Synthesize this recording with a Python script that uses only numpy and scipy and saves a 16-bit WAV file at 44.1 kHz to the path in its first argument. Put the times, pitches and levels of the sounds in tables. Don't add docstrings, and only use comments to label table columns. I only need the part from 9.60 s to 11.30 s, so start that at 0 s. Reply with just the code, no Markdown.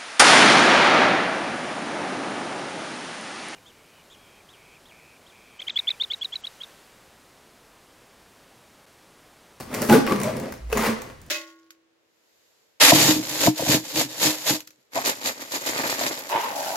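import sys
import numpy as np
from scipy import signal
from scipy.fft import rfft, irfft, next_fast_len
from scipy.io import wavfile
from scipy.ndimage import uniform_filter1d, map_coordinates

SR = 44100
rng = np.random.default_rng(int(sys.argv[2]) if len(sys.argv) > 2 else 0)


def store_pcm(level_fs):
    pcm = np.round(np.clip(level_fs, -1, 1) * 32767).astype(np.int16)
    wavfile.write(sys.argv[1], SR, np.atleast_2d(pcm).T)


N = 74970

# start_s, rise_s, hold_s, swell_db (over the hold), boom_db, wall_db, crackle_db,
# low_hz, low_db, high_hz, high_db
TUGS = [(0.0, 0.00039, 0.064, -19, -44.5, -45.5, -48.5, 134, -50, 768, -57),
        (0.086, 0.059, 0.051, -0.5, -33, -33, -42, 245, -31.5, 551, -62),
        (0.2, 0.02, 0.086, -7.5, -28.5, -38.5, -37.5, 137, -33, 1898, -47),
        (0.287, 0.005, 0.045, 2.5, -22.5, -23.5, -30.5, 150, -27.5, 859.6, -23),
        (0.314, 0.013, 0.013, -5, -23, -34, -28, 358, -16, 1523, -27),
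        (0.332, 0.01, 0.023, -2.5, -26, -23, -32, 449.3, -17.5, 583, -28),
        (0.469, 0.011, 0.038, 5, -30, -31.5, -40.5, 335, -28, 1133, -29.5),
        (0.515, 0.0027, 0.0037, 4, -22.5, -42, -46.5, 340, -20, 830, -30),
        (0.527, 0.006, 0.071, 10, -37, -41.5, -51.5, 390, -40.5, 1140, -63),
        (0.619, 0.019, 0.057, -1.5, -29.5, -33, -44, 221.5, -34, 615, -33),
        (0.697, 0.035, 0.09, -2, -32.5, -41.5, -53.5, 128, -43.5, 977, -46.5),
        (0.819, 0.013, 0.041, -3, -35.5, -40.5, -53.5, 270, -45, 535, -39),
        (0.868, 0.014, 0.13, -16.5, -47, -54, -62, 395, -54, 640, -56),
        (1.092, 0.0088, 0.03, 2, -53, -42, -49.5, 490, -66, 1083, -52),
        (1.123, 0.0064, 0.0043, -6.5, -52, -34, -35, 450, -22, 2590, -36),
        (1.144, 0.0076, 0.0093, 7.5, -29.5, -33.5, -47, 420, -27.5, 1096, -36),
        (1.161, 0.021, 0.086, 5.5, -40, -26, -34.5, 930, -38, 1981, -37),
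        (1.268, 0.016, 0.03, -7, -34.5, -31, -42, 482, -32.5, 1100, -38.5),
        (1.346, 0.02, 0.15, -4.5, -46, -50, -57.5, 524, -59, 672, -54.5),
        (1.653, 0.029, .03, -1.5, -51.5, -70, -66, 215, -49, 667, -68)]
# start_s, tick_db, knock_db (in the wall), ring_hz
SNAPS = [(0.142, -25.5, -29, 2500), (0.147, -23, -29.5, 1300), (0.219, -21, -30.5, 2860),
         (0.227, -29, -23.5, 2090), (0.248, -36, -44, 2410), (.297, -21, -15.5, 2670),
         (.326, -27, -19, 3630), (.466, -29.5, -24, 2890), (.475, -36, -22, 2450), (.522, -30.5, -19, 1150),
         (0.56, -33, -26.5, 1930), (0.601, -28.5, -31, 2100), (0.6151, -28, -28, 2020),
         (0.632, -34, -31.5, 2240), (0.634, -24, -30.5, 7960), (0.641, -41, -25.5, 1340),
         (0.768, -33, -35, 5270), (0.799, -32.5, -65, 5500), (0.923, -32, -32, 2010),
         (.939, -43, -37.5, 2105), (1.128, -24, -22, 2870), (1.173, -25, -20, 6880),
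         (1.178, -26, -20.5, 910), (1.419, -33, -38, 6100), (1.5, -47, -41, 1860),
         (1.616, -43.5, -61, 6000), (1.664, -48, -57, 2020)]
# pitch_hz, level_db, t60_s
BOX_MODES = [(122.4, -5, 0.069), (161, -6.5, 0.052), (207.7, -2, 0.14), (226.7, -1.5, 0.078),
             (260.7, -5.5, 0.068), (342.7, -6.5, 0.094), (365, -7, 0.027), (422.8, -11.5, 0.2),
             (491, -9.5, 0.07), (578.6, -13, 0.026), (679, -17.5, 0.51), (823, -22, 0.011),
             (1554, -25, 0.0062)]
# start_s, hold_s, first_hz, last_hz, level_db
JUDDERS = [(0.29, 0.032, 221, 226.4, -12.5), (0.325, 0.043, 244, 258.7, -15),
           (0.518, 0.06, 209.5, 202.3, -28), (0.76, 0.03, 226, 222.2, -33.5), (1.175, 0.06, 232, 216, -31),
           (1.275, 0.045, 225.2, 220.6, -28.5)]
# freq_hz, level_db
WALL_SPECTRUM = [(60, -8), (150, -19.5), (300, -5), (420, 4), (700, -1), (1150, -0.5), (1450, -5.5),
                 (2100, -4.5), (3200, -14), (6000, -21), (16000, -52.5)]
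# freq_hz, level_db
TAPE_SPECTRUM = [(200, 5), (1200, 15), (2800, -7.5), (4500, 8.5), (5800, 4), (7300, 3), (11000, 6),
                 (16000, 2)]
# freq_hz, level_db
TICK_SPECTRUM = [(300, 18.5), (2000, -22.5), (5000, 12), (7500, 10.5), (11000, 9.5), (16000, 9)]
# freq_hz, level_db
RUMBLE_SPECTRUM = [(20, -11), (48, -2), (85, 0), (200, -10.5), (500, -22), (2000, -24), (8000, -35),
                   (16000, -44)]
# freq_hz, t60_s
GARAGE_DECAY = [(100, 0.4), (400, 0.49), (2000, 0.68), (6000, 0.46), (15000, 0.19)]
# freq_hz, echo_db
ECHO_LEVEL = [(60, -2.5), (200, -11), (600, -4), (2000, -5.5), (6000, 1), (15000, -3)]
# freq_hz, side_over_mid_db
ECHO_WIDTH = [(60, -11), (130, -23), (300, 1), (800, 2.5), (15000, -7)]
# freq_hz, side_over_mid_db
SOURCE_WIDTH = [(60, -49), (1000, -16), (3000, -11), (6000, -5.5), (10000, 1), (16000, 0.5)]
# freq_hz, left_over_right_db
LEFT_LEAD = [(60, -.7), (130, -1), (600, .6), (3500, 1.6), (7000, .6), (12000, 0)]

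SLIPS_PER_S, SLIP_SCATTER_DB, CLUMP_DB, CLUMPS_PER_S = 3000, 1.5, 0.75, 330
USUAL_CRACKLE_DB = -32
DOUBLING_DB = 12.5
BRIGHTEN, BRIGHT_FROM_HZ = 0.15, 6300
RISE_DB = 16.5
BOOM_RELEASE_S, WALL_RELEASE_S, TAPE_RELEASE_S = .22, .19, .16
PANEL_RELEASE_S = 0.11
PANEL_WANDER_HZ = 25.5
WALL_T60_S, TAPE_T60_S, TICK_T60_S, KNOCK_T60_S, KINK_T60_S = 0.0081, 0.01, 0.017, 0.038, 0.013
KINK_RING_DB = -0.5
RADIATION_HZ = 107.5
JUDDER_RISE_S, JUDDER_SAG_DB, JUDDER_OCTAVE_DB = 0.0031, -2.5, -13
ROCK_S, ROCK_HZ, ROCK_DB, ROCK_RISE_S, ROCK_T60_S = 1, 56.7, -25, 0.048, 0.76
SCATTER_HZ = 55
RUMBLE_DB = -49.5
TOP_HZ = 15900


def peeling():
    hollow, wall, tape = np.zeros((3, N))
    box = ring(BOX_MODES)
    for (start, rise, hold, swell_db, boom_db, wall_db, crackle_db,
         low_hz, low_db, high_hz, high_db) in TUGS:
        harder_db = crackle_db - USUAL_CRACKLE_DB
        train = evened(slips(SLIPS_PER_S * 2 ** (harder_db / DOUBLING_DB)))
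        tug = (start, rise, hold, swell_db)

        boom = evened(through(train, box))
        hollow += amp(boom_db) * effort(*tug, BOOM_RELEASE_S) * boom
        panel = amp(low_db) * panel_mode(low_hz) + amp(high_db) * panel_mode(high_hz)
        hollow += effort(*tug, PANEL_RELEASE_S) * panel

        rattle = puffs(train, WALL_T60_S)
        wall += amp(wall_db) * effort(*tug, WALL_RELEASE_S) * rattle

        crackle = through(puffs(train, TAPE_T60_S), colour(brightened_tape(harder_db)))
        tape += amp(crackle_db) * effort(*tug, TAPE_RELEASE_S) * crackle
    low_cut = signal.butter(4, RADIATION_HZ, "highpass", fs=SR, output="sos")
    return signal.sosfilt(low_cut, hollow + through(wall, colour(WALL_SPECTRUM))) + tape


def slips(rate):
    clumps = wobble(CLUMPS_PER_S)
    fired = rng.random(N) < rate / SR
    scatter = np.clip(rng.standard_normal(N), -2, 2)
    sizes = amp(SLIP_SCATTER_DB * scatter + CLUMP_DB * clumps)
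    return unit(fired * sizes * rng.choice([-1, 1], N))


def effort(start, rise, hold, swell_db, release):
    t = np.arange(N) / SR - start
    tightening_db = RISE_DB * np.minimum(t / rise - 1, 0)
    peeling_db = swell_db * (np.clip((t - rise) / hold, 0, 1) - .5)
    release_db = -60 * np.maximum(t - rise - hold, 0) / release
    return amp(np.maximum(tightening_db + peeling_db + release_db, -200))


def evened(x, span_s=0.044):
    power = uniform_filter1d(x ** 2, max(int(span_s * SR), 64))
    return x / np.sqrt(np.abs(power) + 1e-6)


def puffs(train, t60):
    fade = amp(-120 * np.arange(2048) / SR / t60)
    power = signal.fftconvolve(train ** 2, fade / fade.sum())[:N]
    return np.sqrt(np.abs(power)) * rng.standard_normal(N)


def brightened_tape(harder_db):
    tilt = BRIGHTEN * harder_db
    return [(hz, db + tilt * max(np.log2(hz / BRIGHT_FROM_HZ), 0)) for hz, db in TAPE_SPECTRUM]


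def panel_mode(hz):
    return sing(hz, wander_hz=PANEL_WANDER_HZ * np.sqrt(hz / 1000), flutter_db=6)


def sing(hz, wander_hz, flutter_db, rate=140):
    phase = 2 * np.pi * (np.cumsum(hz + wander_hz * wobble(rate)) / SR + rng.random())
    return unit(amp(flutter_db * wobble(rate)) * np.sin(phase))


def ring(modes):
    t = np.arange(SR // 2) / SR
    response = np.zeros(len(t))
    for k, (hz, db, t60) in enumerate(modes):
        decay = amp(db - 60 * t / t60) / np.sqrt(t60)
        response += (-1) ** k * decay * np.cos(2 * np.pi * hz * t)
    return response


def judder():
    t, hum = np.arange(N) / SR, np.zeros(N)
    for start, hold, first_hz, last_hz, db in JUDDERS:
        hz = np.interp(t, [start, start + hold], [first_hz, last_hz])
        tone = sing(hz, wander_hz=5.26, flutter_db=5.5)
        octave = sing(2 * hz, wander_hz=14.55, flutter_db=0)
        gain = amp(db) * effort(start, JUDDER_RISE_S, hold, JUDDER_SAG_DB, BOOM_RELEASE_S)
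        hum += gain * (tone + amp(JUDDER_OCTAVE_DB) * octave)
    return hum


def snaps():
    ticks, knocks, rings = np.zeros((3, N + SR))
    t = np.arange(4096) / SR
    for start, tick_db, knock_db, hz in SNAPS:
        span = slice(round(start * SR), round(start * SR) + len(t))
        ticks[span] += amp(tick_db) * burst(TICK_T60_S)
        knocks[span] += amp(knock_db) * burst(KNOCK_T60_S)
        decay = amp(knock_db + KINK_RING_DB - 60 * t / KINK_T60_S)
        rings[span] += decay * np.sin(2 * np.pi * hz * t)
    return through(ticks, colour(TICK_SPECTRUM)) + through(knocks, colour(WALL_SPECTRUM)) + rings[:N]


def burst(t60, size=4096):
    return rng.standard_normal(size) * amp(-60 * np.arange(size) / SR / t60)


def rocking():
    t = np.maximum(np.arange(N) / SR - ROCK_S, 0)
    onset = 1 - np.exp(-t / ROCK_RISE_S)
    return amp(ROCK_DB - 60 * t / ROCK_T60_S) * onset * np.sin(2 * np.pi * ROCK_HZ * t)


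def garage(x, count=9):
    place = np.linspace(0, count - 1, N)
    wet = np.zeros((2, N))
    for k in range(count):
        share = np.cos(np.pi / 2 * np.clip(place - k, -1, 1))
        wet += signal.fftconvolve((x * share)[None], echo(), axes=1)[:, :N]
    return wet


def echo():
    hz, t, noise = signal.stft(rng.standard_normal((2, SR * 3 // 4)), SR, nperseg=256)
    decay = amp(-60 * t / along(GARAGE_DECAY, hz)[:, None]) * (t > 0)
    decay *= amp(along(ECHO_LEVEL, hz))[:, None] / np.sqrt(np.mean(decay ** 2, axis=1, keepdims=True))
    width = np.array([np.ones(len(hz)), amp(along(ECHO_WIDTH, hz))])[:, :, None]
    mid, side = signal.istft(noise * decay * width, SR, nperseg=256)[1]
    return np.array([mid + side, mid - side]) / np.sqrt(2 * len(mid))


def scattered(hz):
    return np.exp(1j * np.cumsum(rng.standard_normal(len(hz))) * np.sqrt(hz[1] / SCATTER_HZ))


def background(side_db=-12):
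    noise = rng.standard_normal((2, N))
    mid, side = unit(filtered(noise, lambda hz: amp(along(RUMBLE_SPECTRUM, hz))))
    side = amp(side_db) * side
    return amp(RUMBLE_DB) * np.array([mid + side, mid - side])


def amp(db):
    return 10 ** (np.asarray(db) / 20)


def unit(x):
    return x / np.sqrt(np.mean(x ** 2) + 1e-20)


def wobble(rate):
    return map_coordinates(rng.standard_normal(N), [np.arange(N) * rate / SR], order=1)


def along(points, hz):
    f, v = np.transpose(points)
    return np.interp(np.log(hz + 1), np.log(f + 1), v)


def filtered(x, response):
    m = next_fast_len(N + SR // 2)
    return irfft(rfft(x, m) * response(np.fft.rfftfreq(m, 1 / SR)), m)[..., :N]


def through(x, response):
    return signal.fftconvolve(x, response / np.linalg.norm(response))[:N]


def colour(points, size=2048):
    cepstrum = irfft(np.log(amp(along(points, np.fft.rfftfreq(size, 1 / SR)))))
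    cepstrum[1:size // 2] *= 2
    cepstrum[size // 2 + 1:] = 0
    return irfft(np.exp(rfft(cepstrum)))


def scene():
    mid = peeling() + judder() + snaps() + rocking()
    side = filtered(mid, lambda hz: amp(along(SOURCE_WIDTH, hz)) * scattered(hz))
    pair = np.array([mid + side, mid - side]) + garage(mid)
    balanced = filtered(pair, lambda hz: amp(np.outer([.5, -.5], along(LEFT_LEAD, hz))))
    return balanced + background()


def record(dry):
    rounded = dry / (1 + np.abs(dry) ** 8) ** (1 / 8)
    return filtered(rounded, lambda hz: hz < TOP_HZ)


dry = scene()
out = record(dry)
store_pcm(out)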